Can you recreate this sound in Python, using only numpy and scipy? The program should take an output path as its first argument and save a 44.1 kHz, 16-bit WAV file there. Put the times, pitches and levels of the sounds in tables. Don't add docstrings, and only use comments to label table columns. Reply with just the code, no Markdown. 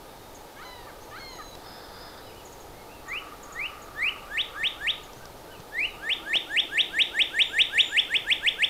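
import sys
import numpy as np
from scipy import signal
from scipy.fft import rfft, irfft
from scipy.io import wavfile
from scipy.ndimage import uniform_filter1d

SR = 44100
rng = np.random.default_rng(int(sys.argv[2]) if len(sys.argv) > 2 else 0)


def unload_audio(sound):
    columns = np.transpose(np.atleast_2d(sound))
    steps = np.round(np.clip(columns, -1, 1) * 32767)
    wavfile.write(sys.argv[1], SR, steps.astype(np.int16))


N = 383229
TIME = np.arange(N) / SR


def undb(db):
    return 10 ** (np.asarray(db) / 20)


def gain_at(hz, spectrum):
    points, db = np.transpose(spectrum)
    return undb(np.interp(np.log(hz + 1), np.log(points), db))


def noise(spectrum):
    bins_hz = np.arange(N // 2 + 1) * SR / N
    x = irfft(rfft(rng.standard_normal(N)) * gain_at(bins_hz, spectrum), N)
    return x / x.std()


def walk(rate):
    hold = max(int(SR / rate), 1)
    steps = np.repeat(rng.standard_normal(N // hold + 1), hold)[:N]
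    x = uniform_filter1d(steps, hold)
    return x / x.std()


def add(out, start, sound):
    i = max(int(start * SR), 0)
    out[i:i + len(sound)] += sound[:max(N - i, 0)]


def envelope(t, length, attack, release):
    rise = np.sin(np.pi / 2 * np.clip(t / attack, 0, 1))
    fall = np.sin(np.pi / 2 * np.clip((length - t) / release, 0, 1))
    return (rise * fall) ** 2


def strikes(rows, decay_s):
    out = np.zeros(N)
    for s, db in rows:
        add(out, s, undb(db) * np.exp(-TIME / decay_s))
    return out


def phase_of(hz, waver):
    start = rng.integers(N - SR)
    return 2 * np.pi * np.cumsum(hz * (1 + waver[start:start + len(hz)])) / SR


def woods(x, early_db, late_db, early_t60, late_t60):
    t = TIME[:SR]
    trunks, depth = rng.standard_normal((2, SR)) * (rng.random((2, SR)) < [[.015], [.04]])
    clumps = undb(2.5 * walk(130)[:SR])
    build_up = 1 - np.exp(-t / .014)
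    response = 0
    for grain, db, t60 in ((trunks, early_db, early_t60), (depth, late_db, late_t60)):
        tail = grain * clumps * np.exp(-np.log(1000) * t / t60) * build_up
        response = response + undb(db) * tail / np.linalg.norm(tail)
    return signal.fftconvolve(x, response)[:N]


def far_sound(spectrum, flutter_db, flutter_rate):
    return noise(spectrum) * undb(flutter_db * walk(flutter_rate))


# f/Hz, relative level/dB
RUMBLE_COLOUR = [(12, -4.5), (25, -1.5), (45, -5), (80, -9), (125, -9), (190, -20), (300, -56)]
# t/s, level/dB
RUMBLE_LEVEL = [(0, -54), (4.6, -52.5), (5.55, -51), (6.2, -55), (8.6, -53)]


def rumble():
    level_db = np.interp(TIME, *np.transpose(RUMBLE_LEVEL))
    return far_sound(RUMBLE_COLOUR, flutter_db=1.2, flutter_rate=6.8) * undb(level_db)


# f/Hz, relative level/dB
MURMUR_COLOUR = [(110, -14.5), (180, -5), (237, -6), (286, -1), (366, -1), (486, 1), (602, -2), (792, -1.5),
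                 (850, 0), (954, -1.5), (1040, -10.5), (1130, -9), (1220, -3.5), (1500, -19.5), (1950, -39),
                 (3300, -120)]
# f/Hz, relative level/dB
HISS_COLOUR = [(900, -17), (1500, 2.5), (2100, -1), (2800, -3), (3700, -1.5), (4500, -2.5), (5400, -5.5),
               (8000, -9), (14800, -7.5), (15700, -18)]


def air(murmur_db=-47, hiss_db=-53):
    murmur = noise(MURMUR_COLOUR) * undb(murmur_db + 0.11 * walk(5.3))
    return murmur + noise(HISS_COLOUR) * undb(hiss_db)


# f/Hz, relative level/dB
TRILL_COLOUR = [(900, -2), (1550, 6), (2150, -7), (2600, -30), (3300, -12), (3550, 6), (3800, -6),
                (5100, 1), (5700, -32), (8000, -40)]


def trill(start_s=1.506, level_db=-50.0):
    buzz = far_sound(TRILL_COLOUR, flutter_db=1.0, flutter_rate=70)
    return buzz * undb(level_db) * envelope(TIME - start_s, .8, 0.18, 0.15)


# f/Hz, relative level/dB
RASP_COLOUR = [(950, -54), (1130, 0.5), (1220, 3.5), (1340, -3), (1600, -14), (2200, -16), (3200, -33),
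               (6000, -70)]
# t/s, level/dB
RASP_CALLS = [(3.07, -43), (3.54, -47.5), (4.01, -48), (4.5, -50.5), (5.9, -50)]


def rasps():
    loudness = uniform_filter1d(strikes(RASP_CALLS, decay_s=0.42), size=5500)
    return far_sound(RASP_COLOUR, flutter_db=2.2, flutter_rate=40) * loudness


# f/Hz, relative level/dB
TRAFFIC_COLOUR = [(150, -19), (260, -6.5), (330, 6), (480, -10), (650, -6), (820, -3), (1050, -51)]


def traffic(start_s=5.63, level_db=-51):
    hum = far_sound(TRAFFIC_COLOUR, flutter_db=0.5, flutter_rate=5.5)
    return hum * undb(level_db) * envelope(TIME - start_s, 2.14, 0.53, 0.72)


def background():
    return rumble() + air() + trill() + rasps() + traffic()


# t/s, level/dB
BUMP_HITS = [(4.634, -42), (5.595, -40)]
# f/Hz, relative level/dB
BUMP_COLOUR = [(40, 0), (220, 6), (500, -31)]


def handling():
    return strikes(BUMP_HITS, decay_s=0.011) * noise(BUMP_COLOUR)


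# t/s, level/dB
TWIG_TICKS = [(1.249, -41), (1.355, -39), (1.552, -32), (2.346, -42), (2.408, -44), (5.133, -38),
              (5.255, -34), (5.602, -37), (5.796, -37), (6.355, -23.5)]
# f/Hz, relative level/dB
TWIG_COLOUR = [(200, 9), (1100, 6), (2200, -9), (3500, -1), (5300, 1.5), (6300, -3), (12000, -29)]


def twigs():
    out = undb(-3) * strikes(TWIG_TICKS, decay_s=.003) * noise(TWIG_COLOUR)
    return out + woods(out, early_db=-13, late_db=-22, early_t60=.12, late_t60=.6)


def whistle(length, start_hz, end_hz, arch_hz, waver, attack_share=0.14, release_share=0.15):
    t = np.arange(0, length, 1 / SR)
    u = t / length
    hz = start_hz + (end_hz - start_hz) * u + arch_hz * (1 - (2 * u - 1) ** 2)
    return envelope(u, 0.99, attack_share, release_share) * np.sin(phase_of(hz, waver))


def chip(buzz, length=0.024, start_hz=9700, end_hz=6450, fall_s=.0045):
    t = np.arange(0, length, 1 / SR)
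    hz = end_hz + (start_hz - end_hz) * np.exp(-t / fall_s)
    return envelope(t, length, 0.01, 0.0095) * np.sin(phase_of(hz, buzz))


# t/s, length/s, start f/Hz, end f/Hz, arch added midway f/Hz, level/dB
FAR_WHISTLES = [(0.051, 0.26, 3690, 3670, 42, -61.5), (1.269, 0.26, 6520, 6480, 51, -54),
                (1.37, 0.2, 3990, 3804, 123, -51.5), (1.65, 0.13, 5250, 5290, -220, -51.5),
                (1.77, 0.092, 5220, 5100, 8, -56), (1.936, 0.067, 5020, 5000, -130, -53),
                (2.002, 0.066, 4960, 5070, 40, -49), (2.24, 0.083, 4930, 5030, 30, -58),
                (2.2, 0.1, 3820, 3850, 96, -60), (2.26, .06, 3050, 2250, 220, -54),
                (2.31, .05, 2280, 2700, -200, -58), (2.35, 0.075, 2730, 2400, 396, -54.5),
                (2.73, .11, 2000, 2100, 109, -59), (2.88, 0.12, 2330, 2400, 400, -54.5),
                (5.19, 0.096, 1270, 1214, 342, -51.5), (5.465, 0.095, 1284, 1227, 320, -53),
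                (5.505, 0.071, 2970, 2320, 280, -51), (5.805, 0.15, 4240, 3680, 7, -56),
                (7.41, .17, 7040, 7330, -30, -55.5), (7.783, .165, 7000, 7100, 30, -48)]
# t/s, level/dB
THIN_CALLS = [(.569, -62), (.644, -58), (1.004, -56), (1.084, -62), (1.184, -61), (5.152, -58),
              (5.364, -64)]
# t/s, level/dB
FALLING_CHIPS = [(.342, -46), (2.447, -46), (2.517, -49), (2.597, -50), (3.076, -45), (3.425, -43.5),
                 (3.517, -44), (3.814, -48.5), (5.027, -50)]


def small_birds():
    out = np.zeros(N)
    waver = 0.0051 * walk(90)
    buzz = .02 * walk(900)
    for s, length, start_hz, end_hz, arch_hz, db in FAR_WHISTLES:
        add(out, s, undb(db) * whistle(length, start_hz, end_hz, arch_hz, waver))
    for s, db in THIN_CALLS:
        call = whistle(length=.042, start_hz=5800, end_hz=6900, arch_hz=0, waver=waver)
        add(out, s, undb(db) * call)
    for s, db in FALLING_CHIPS:
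        add(out, s, undb(db) * chip(buzz))
    return out + woods(out, early_db=-4.5, late_db=-7, early_t60=0.16, late_t60=0.44)


# f/Hz, level/dB
GULL_COLOUR = [(600, -18), (940, 3), (1010, 3), (1070, -14), (1190, 7.5), (1750, 3.5), (1970, -2),
               (2150, 1.5), (2450, -12), (3050, -4), (3500, -11), (4200, 5), (5000, -12), (6000, -30)]
# t/s at the flip into the squeal, squeal length/s, squeal f/Hz before it sags,
# level/dB before each part's own offset
GULL_CRIES = [(0.646, .22, 1012, -49.5), (1.194, .19, 1086, -46.5)]


def gull(scoop_s=.085, drop_s=0.045, low_share=.53, scoop_rise=.28, scoop_db=3, sag=0.13, fade_db=-9,
         drop_share=.62, drop_fall=0.124, drop_db=3, dull_hz=2900):
    out = np.zeros(N)
    clear, hoarse = 0.0054 * walk(180), 0.013 * walk(300)
    for s, squeal_s, hz, db in GULL_CRIES:
        scoop, squeal, drop = (np.linspace(0, 1, int(length * SR)) for length in (scoop_s, squeal_s, drop_s))
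        parts = [(s - scoop_s, low_share + scoop_rise * scoop ** 2, scoop_db - 6 * (1 - scoop), hoarse, dull_hz),
                 (s, 1 - sag * squeal ** 2, fade_db * squeal ** 2, clear, SR),
                 (s + squeal_s, drop_share - drop_fall * drop, drop_db, hoarse, dull_hz / 2)]
        for start, share, part_db, waver, edge_hz in parts:
            pitch, t = hz * share, TIME[:len(share)]
            phase = phase_of(pitch, waver)
            cry = 0
            for k in range(1, 7):
                dulling = np.hypot(1, (k * pitch / edge_hz) ** 2)
                cry = cry + gain_at(k * pitch, GULL_COLOUR) / dulling * np.sin(k * phase)
            add(out, start, undb(db + part_db) * envelope(t, t[-1], 0.0059, 0.0039) * cry)
    return out + woods(out, early_db=-7, late_db=-12, early_t60=0.17, late_t60=0.92)


BREAK_HZ = 1898.6
BREAK_DIP_DB, BREAK_WIDTH_S, BREAK_LAG_S = -4.5, 0.0027, 0.0014
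SURGE_AT, SURGE_WIDTH = 0.372, .16
EASY_DB, BRIGHT_DB_PER_DB = -18.5, 0.67
# f/Hz, level/dB
BEAK_RESONANCES = [(3900, 1), (5300, -10.5), (6200, -8), (7300, -1.5), (8400, 3), (9600, -8), (11500, -11),
                   (13500, -25)]
OVERTONE_LEVELS = [-22.5, -26, -22, -30.5, -20.5]
# f/Hz of the pitch, level/dB
REGISTER_STRENGTH = [(1230, -30.5), (1450, -30.5), (1600, -17.5), (1760, -10), (1870, -8), (2080, -1.5),
                     (2500, -2), (3400, -1)]


def cardinal_note(sweep_s, top_hz, lead_s, start_hz, break_hz, lead_bow, sweep_bow, surge_hz, swell_db,
                  attack_share, release_s, bright_db, waver,
                  split_db=-27, split_share=.87, split_ratio=1.575, purity_hz=2850):
    t = np.arange(0, lead_s + sweep_s, 1 / SR)
    lead = np.clip(t / lead_s, 0, 1)
    climb = np.clip((t - lead_s) / sweep_s, 0, 1)
    hz = start_hz + (break_hz - start_hz) * (1 - (1 - lead) ** lead_bow)
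    hz = hz + (top_hz - break_hz) * climb ** sweep_bow
    hz = hz + surge_hz * np.exp(-((climb - SURGE_AT) / SURGE_WIDTH) ** 2)
    hz = uniform_filter1d(hz, size=480, mode="nearest")

    falter_db = BREAK_DIP_DB * np.exp(-((t - lead_s + BREAK_LAG_S) / BREAK_WIDTH_S) ** 2)
    loud = gain_at(hz, REGISTER_STRENGTH) * undb(swell_db * climb + falter_db)
    loud = loud * envelope(t, lead_s + sweep_s, attack_share * lead_s, release_s)

    phase = phase_of(hz, waver)
    second, *upper = [undb(part_db) * gain_at(k * hz, BEAK_RESONANCES) * np.sin(k * phase) * (k * hz < SR / 2)
                      for k, part_db in enumerate(OVERTONE_LEVELS, 2)]
    overtones = (second + undb(bright_db) * sum(upper)) / (1 + (hz / purity_hz) ** 12)
    overtones = signal.sosfilt(signal.butter(3, 10800, fs=SR, output="sos"), overtones)
    at_top = (1 + np.tanh((hz / top_hz - split_share) / 0.0083)) / 2
    split = undb(split_db + bright_db) * at_top * np.sin(split_ratio * phase)
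    return loud * (np.sin(phase) + overtones + split)


SLUR_LEAD_S, SLUR_LEAD_S_PER_DB, SLUR_CREEP_HZ_PER_S = .08, .005, 4800
# t/s at the register break, sweep length/s, top f/Hz, level/dB before register and swell
SLOW_SLURS = [(3.098, 0.094, 3080, -28.3), (3.574, 0.099, 3036, -27), (4.006, .093, 3050, -20.5),
              (5.768, 0.097, 3044, -21.5)]


def slurs(waver, slur_bright_db=-6):
    out = np.zeros(N)
    for s, sweep_s, top_hz, db in SLOW_SLURS:
        over_db = db - EASY_DB
        lead_s = max(SLUR_LEAD_S + SLUR_LEAD_S_PER_DB * over_db, .02)
        note = cardinal_note(sweep_s, top_hz, lead_s, start_hz=BREAK_HZ - SLUR_CREEP_HZ_PER_S * lead_s,
                             break_hz=BREAK_HZ, lead_bow=0.86, sweep_bow=1.3, surge_hz=80, swell_db=.5,
                             attack_share=.9, release_s=.006,
                             bright_db=slur_bright_db + BRIGHT_DB_PER_DB * over_db, waver=waver)
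        add(out, s - lead_s, undb(db) * note)
    return out


WHIP_SWEEP_S, WHIP_LEAD_S, WHIP_BOW, WHIP_SURGE_HZ = .043, .091, 1.09, 70
HASTE_LEAD, HASTE_BOW, HASTE_BREAK, HASTE_SURGE = 1.5, 0.69, 0.137, 4.3
SWELL_DB, SWELL_DB_PER_DB = 2.4, .9
# t/s at the register break, sweep length/s, top f/Hz, level/dB before register and swell
FAST_WHIPS = [(4.37, 0.05, 3930, -20.5), (4.630, 0.051, 3905, -20), (4.865, 0.048, 3940, -19.7),
              (6.089, 0.05, 3820, -20), (6.3277, 0.051, 3840, -18.5), (6.560, 0.048, 3815, -17.5),
              (6.7725, 0.045, 3920, -17), (6.984, 0.044, 3950, -16.5), (7.187, 0.041, 3870, -16.5),
              (7.386, 0.043, 3940, -16), (7.5816, 0.044, 3900, -15.5), (7.7745, 0.042, 3940, -15),
              (7.963, .041, 3750, -16), (8.137, 0.036, 3785, -17.5), (8.300, 0.034, 3840, -16.5),
              (8.46, .034, 3820, -16.5), (8.619, .034, 3790, -16.5)]


def whips(waver):
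    out = np.zeros(N)
    for s, sweep_s, top_hz, db in FAST_WHIPS:
        over_db = db - EASY_DB
        haste = WHIP_SWEEP_S / sweep_s
        lead_s = WHIP_LEAD_S / haste ** HASTE_LEAD
        note = cardinal_note(sweep_s, top_hz, lead_s, start_hz=1230, break_hz=BREAK_HZ * haste ** HASTE_BREAK,
                             lead_bow=1.15 / haste, sweep_bow=WHIP_BOW * haste ** HASTE_BOW,
                             surge_hz=WHIP_SURGE_HZ / haste ** HASTE_SURGE,
                             swell_db=SWELL_DB + SWELL_DB_PER_DB * over_db, attack_share=.15,
                             release_s=0.0053, bright_db=BRIGHT_DB_PER_DB * over_db, waver=waver)
        add(out, s - lead_s, undb(db) * note)
    return out


# delay t/s, level/dB
CLEAR_ECHOES = [(.0043, -11.5), (.0128, -21), (.021, -24), (.087, -32)]


def cardinal():
    waver = 0.0031 * walk(250)
    song = slurs(waver) + whips(waver)
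    echoes = sum(undb(db) * np.interp(TIME - delay, TIME, song) for delay, db in CLEAR_ECHOES)
    return song + echoes + woods(song, early_db=-11.7, late_db=-18.2, early_t60=.25, late_t60=.9)


def scene():
    return (background() + handling() + twigs() + small_birds() + gull() + cardinal())[None]


def record(dry, top_hz=15700):
    return signal.sosfilt(signal.ellip(10, .2, 70, top_hz, fs=SR, output="sos"), dry)


dry = scene()
out = record(dry)
unload_audio(out)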